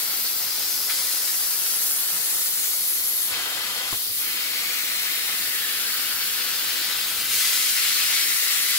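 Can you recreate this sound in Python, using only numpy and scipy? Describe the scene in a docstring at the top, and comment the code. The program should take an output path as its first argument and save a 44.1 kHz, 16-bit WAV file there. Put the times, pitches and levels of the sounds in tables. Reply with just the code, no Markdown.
"""A hand-held suction nozzle works along a damp fabric seat, with its vacuum unit droning across the room.
First it is pushed, then pulled: air hisses through its slot and the cloth, its lip whistles thinly and
drops tick inside. At 2.1 s the hose bumps the seat. At 3.3 s the nozzle lifts and air rushes in freely,
until it lands with a slap and a soft thump at 3.9 s. A long push with a leaking lip follows, and from
7.3 s a last pull slurps hard."""
import sys
import numpy as np
from scipy import signal
from scipy.fft import rfft, irfft, next_fast_len
from scipy.io import wavfile
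from scipy.ndimage import map_coordinates

SR = 44100
rng = np.random.default_rng(int(sys.argv[2]) if len(sys.argv) > 2 else 0)


def inscribe(sig):
    """Save sig as 16-bit PCM at rate SR to the path in sys.argv[1].

    A 1-D sig is mono; a 2-D sig holds one channel per row.
    Samples are clipped to [-1, 1] before scaling.
    """
    pcm = np.round(np.clip(np.atleast_2d(sig).T, -1, 1) * 32767)
    wavfile.write(sys.argv[1], SR, pcm.astype(np.int16))


N = 387198
TIME = np.arange(N) / SR
FFT_SIZE = next_fast_len(N, real=True)
FREQS = np.maximum(np.fft.rfftfreq(FFT_SIZE, 1 / SR), 1)

# Each hand move (push, pull, lift, set down, push, pull) shares the air anew among its ways in.
# Columns: start t/s; base level/dB of open mouth, leaking lip, slot, spray, cloth weave, whistle, sizzle;
# mid-move swell of the fine hiss/dB, change of the leak over the move/dB, change of the unit's roar/dB
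MOVES = [(0.0, -44.5, -42, -31.5, -32, -29.8, -36, -46, -1.2, -1.5, 0.5),
         (0.88, -46.5, -42, -32.5, -31.5, -30.5, -36.5, -35, 2, -2, -2.5),
         (3.3, -38, -35, -28, -33.5, -38, -41, -40, -0.5, -2, 2),
         (3.93, -53.5, -40.5, -29.5, -30, -31, -36, -34, -2.5, -1, -3),
         (4.21, -47, -34.5, -29, -33.5, -32.5, -41, -44.5, 1, -1, 2.1),
         (7.31, -50, -30.5, -27, -27, -30, -39, -40, 0, -1.2, -0.5)]


def nozzle(flow):
    """The main hiss: air swirls in along five paths and rings in the head's narrow spaces."""
    # tone colour of each air path: f/Hz, level/dB
    mouth = [(150, -42), (400, -7.5), (515, -2), (610, -4), (740, -2.5), (900, 0), (1050, -2.5),
             (1330, 2.5), (1750, -3.5), (2150, -1.5), (2500, -25)]
    lip = [(700, -43), (1080, -10), (1290, -2.5), (1700, -0.5), (2100, 3.5), (2450, 2.5), (2800, 3.5),
           (3200, 0.5), (4600, -44)]
    slot = [(1700, -26), (2600, -6.5), (3100, 2.5), (3600, 5), (3900, 4), (4370, 7), (4750, 4), (5400, 4.3),
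            (5850, -8), (6400, -4.5), (8000, -10.5)]
    spray = [(4300, -32), (5450, 0.5), (5850, 0.7), (6350, 3.1), (6850, -1), (7400, 3.1), (8300, 2.5),
             (9400, 2.5), (10600, -2), (12500, 2), (15000, -23)]
    weave = [(7000, -25.5), (9500, -3), (10900, -1), (12200, 2.5), (13000, 1), (14000, 1.5), (14700, 6),
             (15750, 2), (16500, -20)]
    # the gap under the lip and the slot ring differently as the head tilts:
    # t/s, gap f/Hz, slot f/Hz, gap's ring above the leak/dB
    tilt = [(0, 2108, 4487, -5), (.45, 2084, 4817, -7), (.8, 2100, 5180, -17), (1.0, 2087, 4710, -5),
            (1.3, 1627, 4976, -13), (2.0, 1586, 4720, -7), (2.5, 2000, 4405, -7), (3.2, 2100, 4372, -10),
            (3.4, 1600, 3436, -7.5), (3.85, 1560, 3250, -13), (4.05, 2200, 4600, -11),
            (4.35, 2230, 4195, -10), (4.8, 2141, 3742, -2), (5.4, 1899, 3903, -5), (6.0, 1614, 4413, -5.5),
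            (6.5, 1589, 4302, -6), (7.1, 1434, 3845, -8.5), (7.25, 1430, 3854, -9),
            (7.35, 2250, 4298, -9.5), (7.9, 2220, 4410, -13), (8.35, 1989, 4510, -3),
            (8.78, 2057, 4560, -7)]
    # the gap's ringing notes, which glide together: multiple of its pitch, width/Hz, level/dB
    gap_notes = [(1, 500, 0.5), (1.9, 565, -2), (2.73, 600, -5.5)]
    # pitch of the lip's whistle, higher on a push: t/s, f/Hz
    whistle_pitch = [(0, 11620), (.8, 11660), (1.2, 11470), (3.2, 11440), (5.0, 11550), (8.78, 11500)]
    mouth_db, lip_db, slot_db, spray_db, weave_db, whistle_db, sizzle_db = flow
    gap_hz, slot_hz, gap_ring_db = in_time(tilt)
    whistle_hz, = in_time(whistle_pitch)
    # pitches wander as the lip rides over uneven cloth
    gap_hz = gap_hz * (1 + .022 * drift(rate_hz=4)[0])
    sizzle_hz = 10290 * (1 + .025 * drift(rate_hz=4)[0])
    # a leaking lip damps the slot's ring; more ring means less plain hiss
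    ring_db = -0.7 * (lip_db - lip_db.mean())
    air = air_path(mouth, mouth_db + 0.6, flutter_db=1.54)
    air += air_path(lip, lip_db - 0.3, flutter_db=0.9)
    air += air_path(slot, slot_db - 3.0 - .5 * ring_db, flutter_db=0.78)
    air += air_path(spray, spray_db + 0.25, flutter_db=0.5)
    air += air_path(weave, weave_db + 2.0, flutter_db=0.0)
    for multiple, width_hz, db in gap_notes:
        air += ringing_air(multiple * gap_hz, width_hz, lip_db + gap_ring_db + db)
    air += ringing_air(slot_hz, width_hz=2000, level_db=slot_db - 5.5 + ring_db)
    # the sealed lip gives a thin whistle with a broad sizzle just below it
    air += ringing_air(whistle_hz, width_hz=380, level_db=whistle_db)
    air += ringing_air(sizzle_hz, width_hz=1400, level_db=sizzle_db)
    air[0] += from_db(spray_db - 4.0) * droplets(per_s=300, spread_db=4.5)  # row 0 is the direct sound
    return air


def airflow(reach):
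    """How loud each air path, the whistle and the sizzle are as the hand moves, in dB."""
    # the lip presses shut as a push ends or the head lands: t/s, level change/dB, half length/s
    chokes = [(0.808, -3, 0.041), (4.07, -3.5, 0.083), (7.273, 0, .018)]
    # the lip's grip on the cloth changes briefly, mostly lifting the whistle:
    # t/s, level change/dB, half length/s
    flares = [(.3, 3, .1), (.73, 5, 0.09), (1.418, 3.5, 0.11), (1.85, 3, .1), (2.311, 2, .08),
              (2.57, -3, .08), (2.9, 7.5, .09), (3.073, 6, 0.046), (3.2, 8.5, 0.092), (4.231, 7, .07)]
    starts, *paths, swells, leak_changes, _ = np.transpose(MOVES)
    levels_db = [20 * np.log10(settled(from_db(db))) for db in paths]
    mouth, lip, slot, spray, weave, whistle, sizzle = levels_db
    move_edges_s = np.append(starts, TIME[-1])
    progress = np.interp(TIME, move_edges_s, np.arange(len(MOVES) + 1)) % 1  # 0 to 1 in each move
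    swell = settled(swells) * np.sin(np.pi * progress)
    leak = settled(leak_changes) * (progress - .5)
    wobble = 0.67 * drift(rate_hz=2.7)[0]  # an unsteady hand trades air between leaks and weave
    choke = humps(chokes)
    stretch = reach - .5  # its factors below are dB over the whole reach
    grip = swell - 0.5 * stretch + humps(flares)
    return (mouth + 2 * stretch + leak - wobble,
            lip - 0.5 * stretch + leak + choke - wobble,
            slot + 3 * stretch + 0.18 * leak + .5 * choke - wobble,
            spray + 2 * stretch + swell + choke,
            weave + swell + wobble,
            whistle + grip,
            sizzle + .5 * grip)


def air_path(colour, level_db, flutter_db):
    """Swirling air whose loudness flutters as water passes through it."""
    return from_db(level_db + flutter_db * drift(rate_hz=25)) * noise(from_db(in_hz(colour)))


def ringing_air(centre_hz, width_hz, level_db):
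    """Air ringing in a small space: a band of noise around a gliding pitch."""
    tone = np.cos(2 * np.pi * np.cumsum(centre_hz) / SR)
    return from_db(level_db) * rms_one(noise(bell(0, width_hz)) * tone)


def droplets(per_s, spread_db):
    """Drops of uneven size hit the inside of the plastic head as short bright ticks."""
    sizes = from_db(spread_db * rng.standard_exponential(N).clip(max=4))
    signs = rng.choice([-1, 1], N)
    hits = rng.random(N) < per_s / SR
    bright_band = signal.butter(1, [2500, 14000], "band", fs=SR, output="sos")
    return rms_one(signal.sosfilt(bright_band, sizes * signs * hits))


def seal_breaks():
    """As the nozzle turns or lifts, air bursts in under the lip: a hollow smack and a hiss in the slot."""
    # t/s, smack level/dB, smack fade/s, hiss level/dB, hiss rise/s, hiss fade/s
    breaks = [(.25, -45, .02, -24, .006, 0.023), (.892, -23, 0.021, -28.5, 0.0087, 0.14),
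              (3.315, -29.5, 0.087, -28.5, 0.01, 0.049), (7.305, -42, .1, -27.5, 0.089, 0.35)]
    # how the head rings in a smack: f/Hz, width/Hz, level/dB
    head_notes = [(1510, 500, -2.5), (2250, 260, 0.5), (3220, 570, -5), (4100, 450, 0)]
    smack = sum(puff(s, db, fade_s, rise_s=0.0049) for s, db, fade_s, *_ in breaks)
    hiss = sum(puff(s, db, fade_s, rise_s) for s, _, _, db, rise_s, fade_s in breaks)
    head = sum(from_db(db) * bell(hz, width) for hz, width, db in head_notes)
    return smack * noise(head) + hiss * noise(bell(hz=4530, width_hz=2200))


def slap():
    """The landing head claps the damp cloth, one edge after the other."""
    # the two claps: t/s, level/dB, fade/s
    claps = [(3.926, -24, 0.0053), (3.938, -33, 0.01)]
    return sum(puff(*clap, rise_s=0.0011) for clap in claps) * noise(bell(hz=566, width_hz=1400))


def thumps():
    """The cushion gives way under the nozzle with short dull puffs."""
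    # soft knocks on the cushion: t/s, level/dB, fade/s
    knocks = [(3.308, -53, .1), (3.923, -36, 0.023), (4.06, -54, .13), (7.14, -54, .2), (7.3, -52, 0.07)]
    # tone colour of a knock: f/Hz, level/dB
    colour = [(25, -4), (60, 2), (100, 15), (160, -3), (300, 2), (540, -15), (900, -1), (2000, -38)]
    return sum(puff(*knock, rise_s=0.0055) for knock in knocks) * noise(from_db(in_hz(colour)))


def hose_bump():
    """The hose bumps the seat and gives one faint hollow note."""
    # the bump: t/s, level/dB, fade/s
    bump = (2.11, -49, 0.0598)
    return puff(*bump, rise_s=0.016) * noise(bell(hz=160, width_hz=32.2))


def vacuum_unit():
    """The distant blower roars dully and makes hose and room ring; its level shifts with each move."""
    # tone colour of the roar: f/Hz, level/dB
    colour = [(12, -38), (40, -22), (100, -9), (135, -24), (175, 1), (300, 4), (385, -6), (600, -8),
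              (1000, -7), (2000, -21)]
    # ringing notes of hose and room: f/Hz, width/Hz, relative level/dB
    notes = [(59, 6, -74), (99.5, 17, -70), (168, 16, -67), (223.6, 19, -65.5), (298.7, 12, -63.5),
             (334, 26, -70.5), (355.6, 9.1, -67.5), (454, 26, -62), (517, 17, -66.5), (655, 14, -63.5),
             (720, 20, -64)]
    ringing = sum(from_db(db) * rms_one(bell(hz, width)) for hz, width, db in notes)
    roar = from_db(-58) * noise(from_db(in_hz(colour)))
    hum = from_db(-56) * noise(ringing)
    change_db = settled([move[-1] for move in MOVES])
    return from_db(change_db) * (roar + hum)


def motor():
    """Faint tones that waver together with the speed of the unit's motor."""
    # the motor's tones: f/Hz, level/dB
    tones = [(59, -74), (333.5, -63), (360.5, -66.5), (473.5, -61)]
    speed = 1 + 0.002 * drift(rate_hz=2.9)[0]
    turning_s = np.cumsum(speed) / SR
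    return sum(from_db(db) * np.sqrt(2) * np.sin(2 * np.pi * (hz * turning_s + rng.random()))
               for hz, db in tones)


def furniture_echoes(sound, reach, count=6):
    """Quick echoes, left and right; their paths change with the reach, so ripples glide through the hiss."""
    lags_s = rng.uniform(.002, .014, (2, count))
    shifts_s = rng.uniform(-0.002, 0.002, (2, count))
    sides = [sum(delayed(sound, lag + shift * reach) for lag, shift in zip(lags, shifts))
             for lags, shifts in zip(lags_s, shifts_s)]
    return np.array(sides) / np.sqrt(count)


def settled(values, settle_s=0.059):
    """Hold one value for each move, gliding to the next as the lip settles."""
    glides = [np.clip((TIME - move[0]) / settle_s + .5, 0, 1) for move in MOVES[1:]]
    return values[0] + sum(step * glide for step, glide in zip(np.diff(values), glides))


def humps(rows):
    """Brief smooth rises or dips in level, in dB."""
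    return sum(db * np.exp(-((TIME - s) / half_s) ** 2) for s, db, half_s in rows)


def puff(start_s, db, fade_s, rise_s):
    """Loudness of a short burst that rises and dies away."""
    age = np.maximum(TIME - start_s, 0)
    return from_db(db) * (1 - np.exp(-age / rise_s)) * np.exp(-age / fade_s)


def noise(gain, count=3):
    """Unrelated rows of coloured noise: by default the direct sound, room left and room right."""
    real, imaginary = rng.standard_normal((2, count, len(FREQS)))
    return rms_one(irfft((real + 1j * imaginary) * gain, FFT_SIZE)[:, :N])


def drift(rate_hz):
    """A slow random wander with a typical size of 1."""
    return noise(1 / (1 + (FREQS / rate_hz) ** 2), count=1)


def bell(hz, width_hz):
    """A peak around one frequency, 1 on top."""
    return 1 / (1 + ((FREQS - hz) / width_hz * 2) ** 2)


def filtered(x, gain):
    """Turn each frequency up or down by its gain."""
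    return irfft(rfft(x, FFT_SIZE) * gain, FFT_SIZE)[..., :N]


def delayed(x, lag_s):
    """Play a sound late by a changing amount."""
    return map_coordinates(x, [(TIME - lag_s) * SR], order=3, mode="mirror")


def in_time(rows):
    """Join a table's points over time, one curve per value column."""
    s, *columns = np.transpose(rows)
    return [np.interp(TIME, s, column) for column in columns]


def in_hz(points):
    """Join a table's points over frequency."""
    hz, value = np.transpose(points)
    return np.interp(np.log(FREQS), np.log(hz), value)


def from_db(db):
    """Turn decibels into a gain to multiply by."""
    return 10 ** (np.asarray(db) / 20)


def rms_one(x):
    """Scale to an average strength (rms) of 1."""
    return x / np.sqrt(np.mean(x ** 2) + 1e-20)


def scene():
    """The sounds reach a left and a right microphone, both directly and by way of the living room."""
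    # the nozzle's place: t/s, reach (0 far end of the seat, 1 arm stretched out)
    travel = [(0, 0.49), (.8, 0.94), (1.2, 0.82), (2.0, 0.36), (3.0, 0.021), (4.2, 0.032), (5.0, 0.17),
              (6.0, 0.448), (7.3, 1.0), (8.0, 0.63), (8.78, 0.33)]
    # part of the sound that comes by way of the room: f/Hz, share (0-1)
    room_part = [(60, 0), (130, 0.05), (250, 0.08), (600, 0.37), (1500, 0.39), (3500, 0.75), (8000, 0.69),
                 (15000, 1)]
    # part of the room's hiss that comes as distinct echoes: f/Hz, share (0-1)
    echo_part = [(900, 0.14), (2200, 0.54), (8000, 0.57)]
    # how much louder the left is than the right: f/Hz, level/dB
    balance = [(60, 0.5), (100, 1), (170, 2.5), (750, 3.5), (2000, 3.5), (3100, 2.5), (5000, 4),
               (6100, 2.5), (9000, 3), (15000, 2.5)]
    reach, = in_time(travel)
    air = nozzle(airflow(reach)) + seal_breaks()
    rumble = vacuum_unit() + thumps() + slap() + hose_bump()
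    near = air[0] + rumble[0] + motor()
    right_lag_s = 0.00015 * (1 - reach)  # shrinks as the nozzle moves from the left to the middle
    direct = np.array([near, delayed(near, right_lag_s)])
    echo_share = np.clip(in_hz(echo_part), 0, 1)
    echoes = filtered(furniture_echoes(air[0], reach), np.sqrt(echo_share))
    room = echoes + filtered(air[1:], np.sqrt(1 - echo_share)) + rumble[1:]
    room_share = np.clip(in_hz(room_part), 0, 1)
    mix = filtered(direct, np.sqrt(1 - room_share)) + filtered(room, np.sqrt(room_share))
    side_db = in_hz(balance) * np.array([[.5], [-.5]])
    return filtered(mix, from_db(side_db))


def record(dry):
    """Each microphone opening colours the treble in its own way; the very top is cut steeply."""
    # peaks and dips of each opening: f/Hz, width/Hz, level/dB
    left = [(7130, 600, 2), (10040, 500, -5.5), (11000, 500, 2.5), (15600, 500, 3)]
    right = [(7200, 600, 1), (8450, 660, -7), (9240, 540, 2), (10300, 630, 5.5)]
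    colour_db = [sum(db * bell(hz, width) for hz, width, db in side) for side in (left, right)]
    cutoff_hz = 15760
    top_cut = 1 / np.sqrt(1 + (FREQS / cutoff_hz) ** 1800)
    return filtered(dry, from_db(colour_db) * top_cut)


dry = scene()
out = record(dry)
inscribe(out)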